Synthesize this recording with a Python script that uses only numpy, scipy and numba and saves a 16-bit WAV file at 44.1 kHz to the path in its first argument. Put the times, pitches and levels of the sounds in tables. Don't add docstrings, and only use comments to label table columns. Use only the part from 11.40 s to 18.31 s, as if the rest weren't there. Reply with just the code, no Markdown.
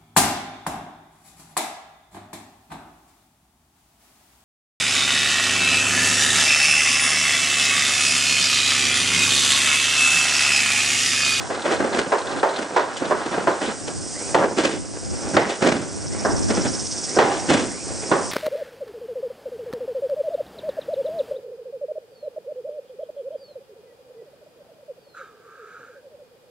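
import sys
import numpy as np
from scipy import signal
from scipy.fft import rfft, irfft, next_fast_len
from scipy.io import wavfile
from scipy.ndimage import uniform_filter1d
from numba import njit

SR = 44100
rng = np.random.default_rng(int(sys.argv[2]) if len(sys.argv) > 2 else 0)


def master(y):
    cut = np.clip(np.atleast_2d(y).T, -1, 1)
    pcm = np.round(cut * 32767)
    wavfile.write(sys.argv[1], SR, pcm.astype(np.int16))


N = 304731
TIME = np.arange(N) / SR

WIND_EQ = [(15, -42), (40, -9), (90, 2), (170, -2.5), (300, -2.5), (600, -19.5), (1500, -32), (5000, -48.5)]  # f/Hz, level/dB
WIND_FADER = [(0, -42), (.25, -58), (.47, -45), (.75, -62), (.98, -48.5), (1.1, -66), (1.55, -59),
              (1.85, -52), (2.3, -53), (2.57, -45), (3.2, -53.5), (3.85, -41.5), (4.25, -51.5), (5, -37.5),
              (5.6, -45.5), (6.1, -46), (6.4, -49), (6.9, -46)]
CHORUS_EQ = [(100, -45), (2000, -15), (3800, -13.5), (5000, 1), (6000, 0.5), (7000, -1), (8400, 1),
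             (9200, -5), (10000, -22.5)]
CHORUS_FADER = [(0, -42), (1.5, -45.5), (2.3, -41.5), (2.9, -33.5), (3.02, -40.5), (3.45, -42),
                (3.9, -37.5), (4.45, -41.5), (5.1, -35), (5.75, -34), (6.35, -37.5), (6.9, -35)]
NEAR_CICADA_FADER = [(0, -48), (2, -48), (2.8, -44), (3.4, -46), (3.9, -35), (4.5, -41.5), (4.9, -32),
                     (5.77, -29), (5.85, -34), (6.4, -43), (6.9, -37)]
# t/s, level/dB
WHIR_CUES = [(2.718, -47), (3.725, -56), (4.679, -49.5), (5.65, -48), (6.274, -48), (6.555, -54)]
# f/Hz, width/Hz, lift/dB
SHELL_MODES = [(168, 22, 0), (320, 110, 1), (375.5, 100, 3), (442, 39, 0), (547, 185, 5), (682, 83, 2.5),
               (789, 24, 3), (962, 14, 2), (1236, 60, -1.5), (1477, 24, 2.5), (1900, 48, 3.5)]
METAL_MODES = [(1620, 90, 4), (2100, 110, 4), (2560, 110, 3), (2975, 70, 5), (3444, 140, 5), (4150, 200, 4),
               (4700, 200, 2)]
# f/Hz, level/dB
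TICK_EQ = [(300, -27), (1500, -9), (2700, -5.5), (3800, 8.5), (5000, -4), (9000, -14.5)]
RUMBLE_EQ = [(30, -30.5), (120, -5.5), (270, 7), (560, 1), (800, -1), (1100, -16.5), (2500, -12),
             (5000, -50.5)]
GRIT_EQ = [(40, -42), (300, -1.5), (800, 15), (1500, 13.5), (2200, 0.5), (3100, -1.5), (4500, -1.5),
           (9000, -20.5)]
CLATTER_EQ = [(20, -46.5), (60, -19), (120, -13.5), (270, 2), (500, -1), (800, -6), (1500, -9),
              (2600, -18.5), (4200, -23), (8000, -25.5), (10000, -36)]
KNOCK_EQ = [(20, -35.5), (60, -26), (120, -14.5), (250, -5), (380, 1), (600, -1), (1000, -1.5), (1700, -8),
            (2500, -19.5), (4000, -23.5), (8000, -33), (10000, -51)]
# t/s, strength/dB, bass/dB, treble/dB, clatter t60/s, time in the air/s, rebound/dB
JOLT_CUES = [(0.105, -11, -23, -27.5, 0.23, 0.04, -12), (0.258, -9.5, -22.5, -21.5, 0.36, 0.059, 1),
             (0.404, -9.5, -18, -28, 0.5, 0.035, -4), (0.545, -13.5, -18.5, -19.5, 0.24, 0.044, 5),
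             (0.786, -29, -37.5, -3.5, 0.18, .03, -19), (0.865, -15, -17, -43, 0.34, 0.056, -8.5),
             (1.189, -17, -11.5, -16, 0.15, 0.036, -3), (1.573, -26.5, -22, -1.5, .26, .03, -20),
             (1.62, -13, -14.5, -37, 0.29, 0.043, -23), (1.865, -18.5, -12, -19, 0.23, .055, -2),
             (1.977, -12, -12.5, -33, 0.23, 0.037, -16), (2.221, -14.5, -16.5, -14.5, 0.49, 0.018, -8.5),
             (2.288, -16, -13, -20, .2, .021, -17), (2.482, -19, -30.5, -11.5, 0.03, 0.029, -15),
             (2.998, -14, -22.5, -34, 0.13, 0.04, 12), (3.184, -6, -15.5, -15.5, .32, .066, -0.5),
             (3.945, -11.5, -3, -28, 0.22, 0.036, -9), (4.097, -12.5, -22, -11, .26, 0.032, -16.5),
             (4.226, -5, -11.5, -19, 0.45, .045, 1.5), (5.102, -10, -11, -21, 0.6, 0.071, -5),
             (5.258, -12.5, -5.5, -17, 0.11, 0.04, -20), (5.77, -6.5, -16.5, -38, 0.23, .05, -4.5),
             (5.92, -15.5, -24.5, -10, .35, 0.059, -12), (6.100, -3, -9, -15, 0.38, 0.038, -3.5)]
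# sharpness/gain, 60 dB build-up of the chatter/s
CONTACT_SHAPES = [(0.38, 0.066), (0.68, 0.15), (0.17, 0.017)]
# t/s, strength/dB, bass/dB, shudder t60/s, hollow ring f/Hz
JOINT_CUES = [(0.719, -16, -27, 0.33, 1007), (1.029, -16.5, -28.5, 0.39, 884),
              (1.362, -13.5, -32, 0.33, 1016), (1.708, -19, -19.5, .36, 1070),
              (2.071, -17, -17.5, 0.32, 1050), (2.944, -13, -12.5, .47, 915),
              (3.966, -10.5, -13.5, 0.44, 2020), (4.848, -21, -12.5, 0.56, 1680),
              (5.786, -10, -13.5, 0.6, 790), (6.714, -13.5, -11, .41, 1100)]
SIDE_EQ = [(60, -9.5), (300, -17.5), (700, -11.5), (1300, -8.5), (2400, -2.5), (3100, -2), (3600, -35.5),
           (10000, -25)]
BALANCE_EQ = [(60, 1.5), (110, -9.5), (190, -2.5), (330, -3), (570, -2.0), (1000, -1.5), (1770, -0.5),
              (3100, 2), (5450, -2.5), (9580, -2.5)]


def amp(db):
    return 10 ** (np.asarray(db) / 20)


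def unit(x):
    return x / np.std(x[0])


def fade(t, t60):
    return amp(-60 * np.abs(t) / t60)


def fader(table):
    return np.interp(TIME, *np.transpose(table))


def wander(rate_hz, size=N):
    hold = int(SR / rate_hz)
    steps = np.repeat(rng.standard_normal(size // hold + 1), hold)
    return np.sqrt(2) * uniform_filter1d(uniform_filter1d(steps, hold), hold)[:size]


def grains(size, per_s, spread_db):
    strength = amp(spread_db * np.minimum(rng.exponential(size=size), np.pi))
    contacts = rng.random(size) < per_s / SR
    return unit(strength * contacts * rng.standard_normal((2, size)))


def add(out, x, at_s):
    start = int(at_s * SR)
    lo, hi = max(start, 0), min(start + x.shape[-1], N)
    out[:, lo:hi] += x[:, lo - start:hi - start]


def eq(x, points, modes=()):
    size = 2 * next_fast_len(x.shape[-1] // 2 + 2048)
    hz = np.maximum(np.arange(size // 2 + 1) * SR / size, 1)
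    at_hz, at_db = np.transpose(points)
    db = np.interp(np.log(hz), np.log(at_hz), at_db)
    for centre, width, lift in modes:
        db = db + lift / (1 + (2 * (hz - centre) / width) ** 2)
    cepstrum = irfft(np.log(amp(db)))
    cepstrum[1:size // 2] *= 2
    cepstrum[size // 2 + 1:] = 0
    return irfft(rfft(x, size) * np.exp(rfft(cepstrum)))[..., :x.shape[-1]]


def shelves(x, bass_db, treble_db, modes=()):
    return eq(x, [(200, bass_db), (450, .011), (1400, .016), (3200, treble_db)], modes)


def wind():
    gusts = amp(fader(WIND_FADER) + 2.2 * wander(rate_hz=18))
    mid, side = unit(eq(rng.standard_normal((2, N)), WIND_EQ)) * gusts
    return amp(1.5) * mid + amp(12) * np.array([side, -side])


def tymbals(click_hz, ring_hz, ring_s, second_gain, scatter):
    clicks = np.cumsum(click_hz * (1 + .0045 * wander(rate_hz=50))) / SR
    age = clicks % 1 / click_hz
    in_turn = np.where(clicks % 2 < 1, 1, second_gain)
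    ring = in_turn * age * np.exp(-age / ring_s) * np.sin(2 * np.pi * ring_hz * age)
    direct = np.array([[1], [0]])
    leaves = unit(uniform_filter1d(rng.standard_normal((2, N)), size=30))
    return unit(ring * (direct + scatter * leaves))


def cicadas(throb_hz=16.57, crest_s=5.222):
    beat = throb_hz * (TIME - crest_s) + .05 * wander(rate_hz=12)
    slack = (1 - np.cos(2 * np.pi * beat)) / 2
    throb = 1 - .76 * slack
    ring_hz = 5520 + 800 * slack ** 2
    near = tymbals(click_hz=410.5, ring_hz=ring_hz, ring_s=.00038, second_gain=-.8, scatter=.72)
    high = tymbals(click_hz=406, ring_hz=8450, ring_s=.00022, second_gain=.9, scatter=1.1)
    chorus = unit(eq(rng.standard_normal((2, N)), CHORUS_EQ)) + .42 * high
    chorus_db = fader(CHORUS_FADER) + 1.5 + .69 * wander(rate_hz=73)
    return chorus * amp(chorus_db) + near * throb * amp(fader(NEAR_CICADA_FADER))


def whirs(length_s=.185, from_hz=1760, to_hz=2730):
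    out, size = np.zeros((2, N)), int(length_s * SR)
    phase = 2 * np.pi * np.cumsum(np.geomspace(from_hz, to_hz, size)) / SR
    glide = np.sqrt(2) * np.sin(phase) * signal.windows.tukey(size)
    for at_s, db in WHIR_CUES:
        flutter = unit(uniform_filter1d(rng.standard_normal((2, size)), size=170))
        add(out, amp(db) * flutter * glide, at_s)
    return out


def bend(ends_s=2.34, crossfade_s=.29):
    return np.clip(.5 + (ends_s - TIME) / crossfade_s, 0, 1)


def metal_ticks(per_s=16, t60=.079, level_db=-45.5):
    hits = (rng.random(N) < per_s / SR) * rng.random(N)
    bursts = signal.lfilter([1], [1, -fade(1 / SR, t60)], hits)
    chatter = eq(grains(N, per_s=4600, spread_db=-4.5) * bursts, TICK_EQ, METAL_MODES)
    return unit(chatter) * amp(level_db) * bend()


def wheel_load(worn_edge_s=.08, shake_t60=.56):
    worn = sum(np.exp((np.minimum(TIME, at_s) - at_s) / worn_edge_s) * (TIME < at_s)
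               for at_s, *_ in JOINT_CUES)
    shake = np.zeros((1, N))
    for at_s, db, *_ in JOINT_CUES + JOLT_CUES:
        add(shake, (amp(db) * fade(TIME[None, :SR], shake_t60)) ** 2, at_s)
    rumble_db = -39 - .5 * bend()
    grit_db = -45.5 + 12 * bend()
    rumble_power = amp(rumble_db) ** 2 + amp(-32) ** 2 * worn + amp(-26.5) ** 2 * shake[0]
    grit_power = amp(grit_db) ** 2 + amp(-38.5) ** 2 * worn + amp(-21) ** 2 * shake[0]
    return np.sqrt([rumble_power, grit_power])


def rolling(patchy_db=1.7):
    rumble_gain, grit_gain = wheel_load()
    patches = amp(patchy_db * wander(rate_hz=40))
    rumble = unit(eq(grains(N, per_s=1200, spread_db=1), RUMBLE_EQ, SHELL_MODES))
    grit = unit(eq(grains(N, per_s=5500, spread_db=-.5), GRIT_EQ, SHELL_MODES + METAL_MODES))
    return (rumble * rumble_gain + grit * grit_gain) * patches


def jolt_contacts(settle_s=.075):
    mean_bass_db, mean_treble_db = np.mean(JOLT_CUES, axis=0)[2:4]
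    strike, rebound, settle = CONTACT_SHAPES
    for at_s, db, bass_db, treble_db, t60, air_s, rebound_db in JOLT_CUES:
        bass_db, treble_db = bass_db - mean_bass_db, treble_db - mean_treble_db
        yield at_s, db, bass_db, treble_db, t60, strike
        yield at_s + air_s, db + rebound_db, bass_db, treble_db + 1.5, t60, rebound
        yield at_s + air_s + settle_s, db + rebound_db - 12.5, bass_db + 10.5, treble_db, t60, settle


def chassis_clatter():
    out, lead = np.zeros((2, N)), SR // 16
    t = np.arange(-lead, SR // 3) / SR
    transient = np.exp(-((t - .004) / .006) ** 2)
    for at_s, db, bass_db, treble_db, t60, (sharpness, build_up_s) in jolt_contacts():
        chatter = np.where(t < 0, fade(t, build_up_s), fade(t, t60))
        bounces = amp(2.2 * wander(rate_hz=160, size=len(t)))
        envelope = sharpness * transient + .8 * chatter * bounces
        blow = grains(len(t), per_s=5000, spread_db=2) * envelope
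        add(out, amp(db) * shelves(blow, bass_db, treble_db), at_s - lead / SR)
    return amp(3) * eq(out, CLATTER_EQ, SHELL_MODES + METAL_MODES)


def joint_knocks(attack_s=.0025, squeeze_s=.014, shudder_db=6.5):
    out, t = np.zeros((2, N)), np.arange(SR // 2) / SR
    mean_db, mean_bass_db = np.mean(JOINT_CUES, axis=0)[1:3]
    attack = np.minimum(t / attack_s, 1)
    squeeze = np.exp(-(t / squeeze_s) ** 2)
    for at_s, db, bass_db, t60, ring_hz in JOINT_CUES:
        envelope = attack * (squeeze + amp(shudder_db) * fade(t, t60))
        blow = grains(len(t), per_s=6600, spread_db=-1.5) * envelope
        blow[0, 0] -= 2.5
        hollow_ring = [(ring_hz, .14 * ring_hz, 7)]  # f/Hz, width/Hz, lift/dB
        treble_db = db - mean_db - .5
        add(out, amp(db) * shelves(blow, bass_db - mean_bass_db, treble_db, hollow_ring), at_s)
    return amp(7) * eq(out, KNOCK_EQ, SHELL_MODES)


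def scene():
    mid, side = joint_knocks() + chassis_clatter() + metal_ticks() + rolling() + cicadas() + whirs()
    side = eq(side, SIDE_EQ)
    left = eq(mid + side, [(hz, db / 2) for hz, db in BALANCE_EQ])
    right = eq(mid - side, [(hz, -db / 2) for hz, db in BALANCE_EQ])
    return np.array([left, right]) + wind()


@njit
def follow(x, attack_s, release_s):
    out, level = np.empty(len(x)), 0.
    for i in range(len(x)):
        level += (x[i] - level) / (SR * (attack_s if x[i] > level else release_s))
        out[i] = level
    return out


def record(dry):
    threshold_db, cutoff_hz = -6.5, 9950
    peaks = follow(np.abs(dry).max(axis=0), attack_s=.0006, release_s=.22)
    ducked = dry / np.maximum(peaks / amp(threshold_db), 1) ** .59
    lowpass = signal.ellip(10, .2, 70, cutoff_hz, fs=SR, output="sos")
    return signal.sosfilt(lowpass, np.tanh(ducked))


dry = scene()
out = record(dry)
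master(out)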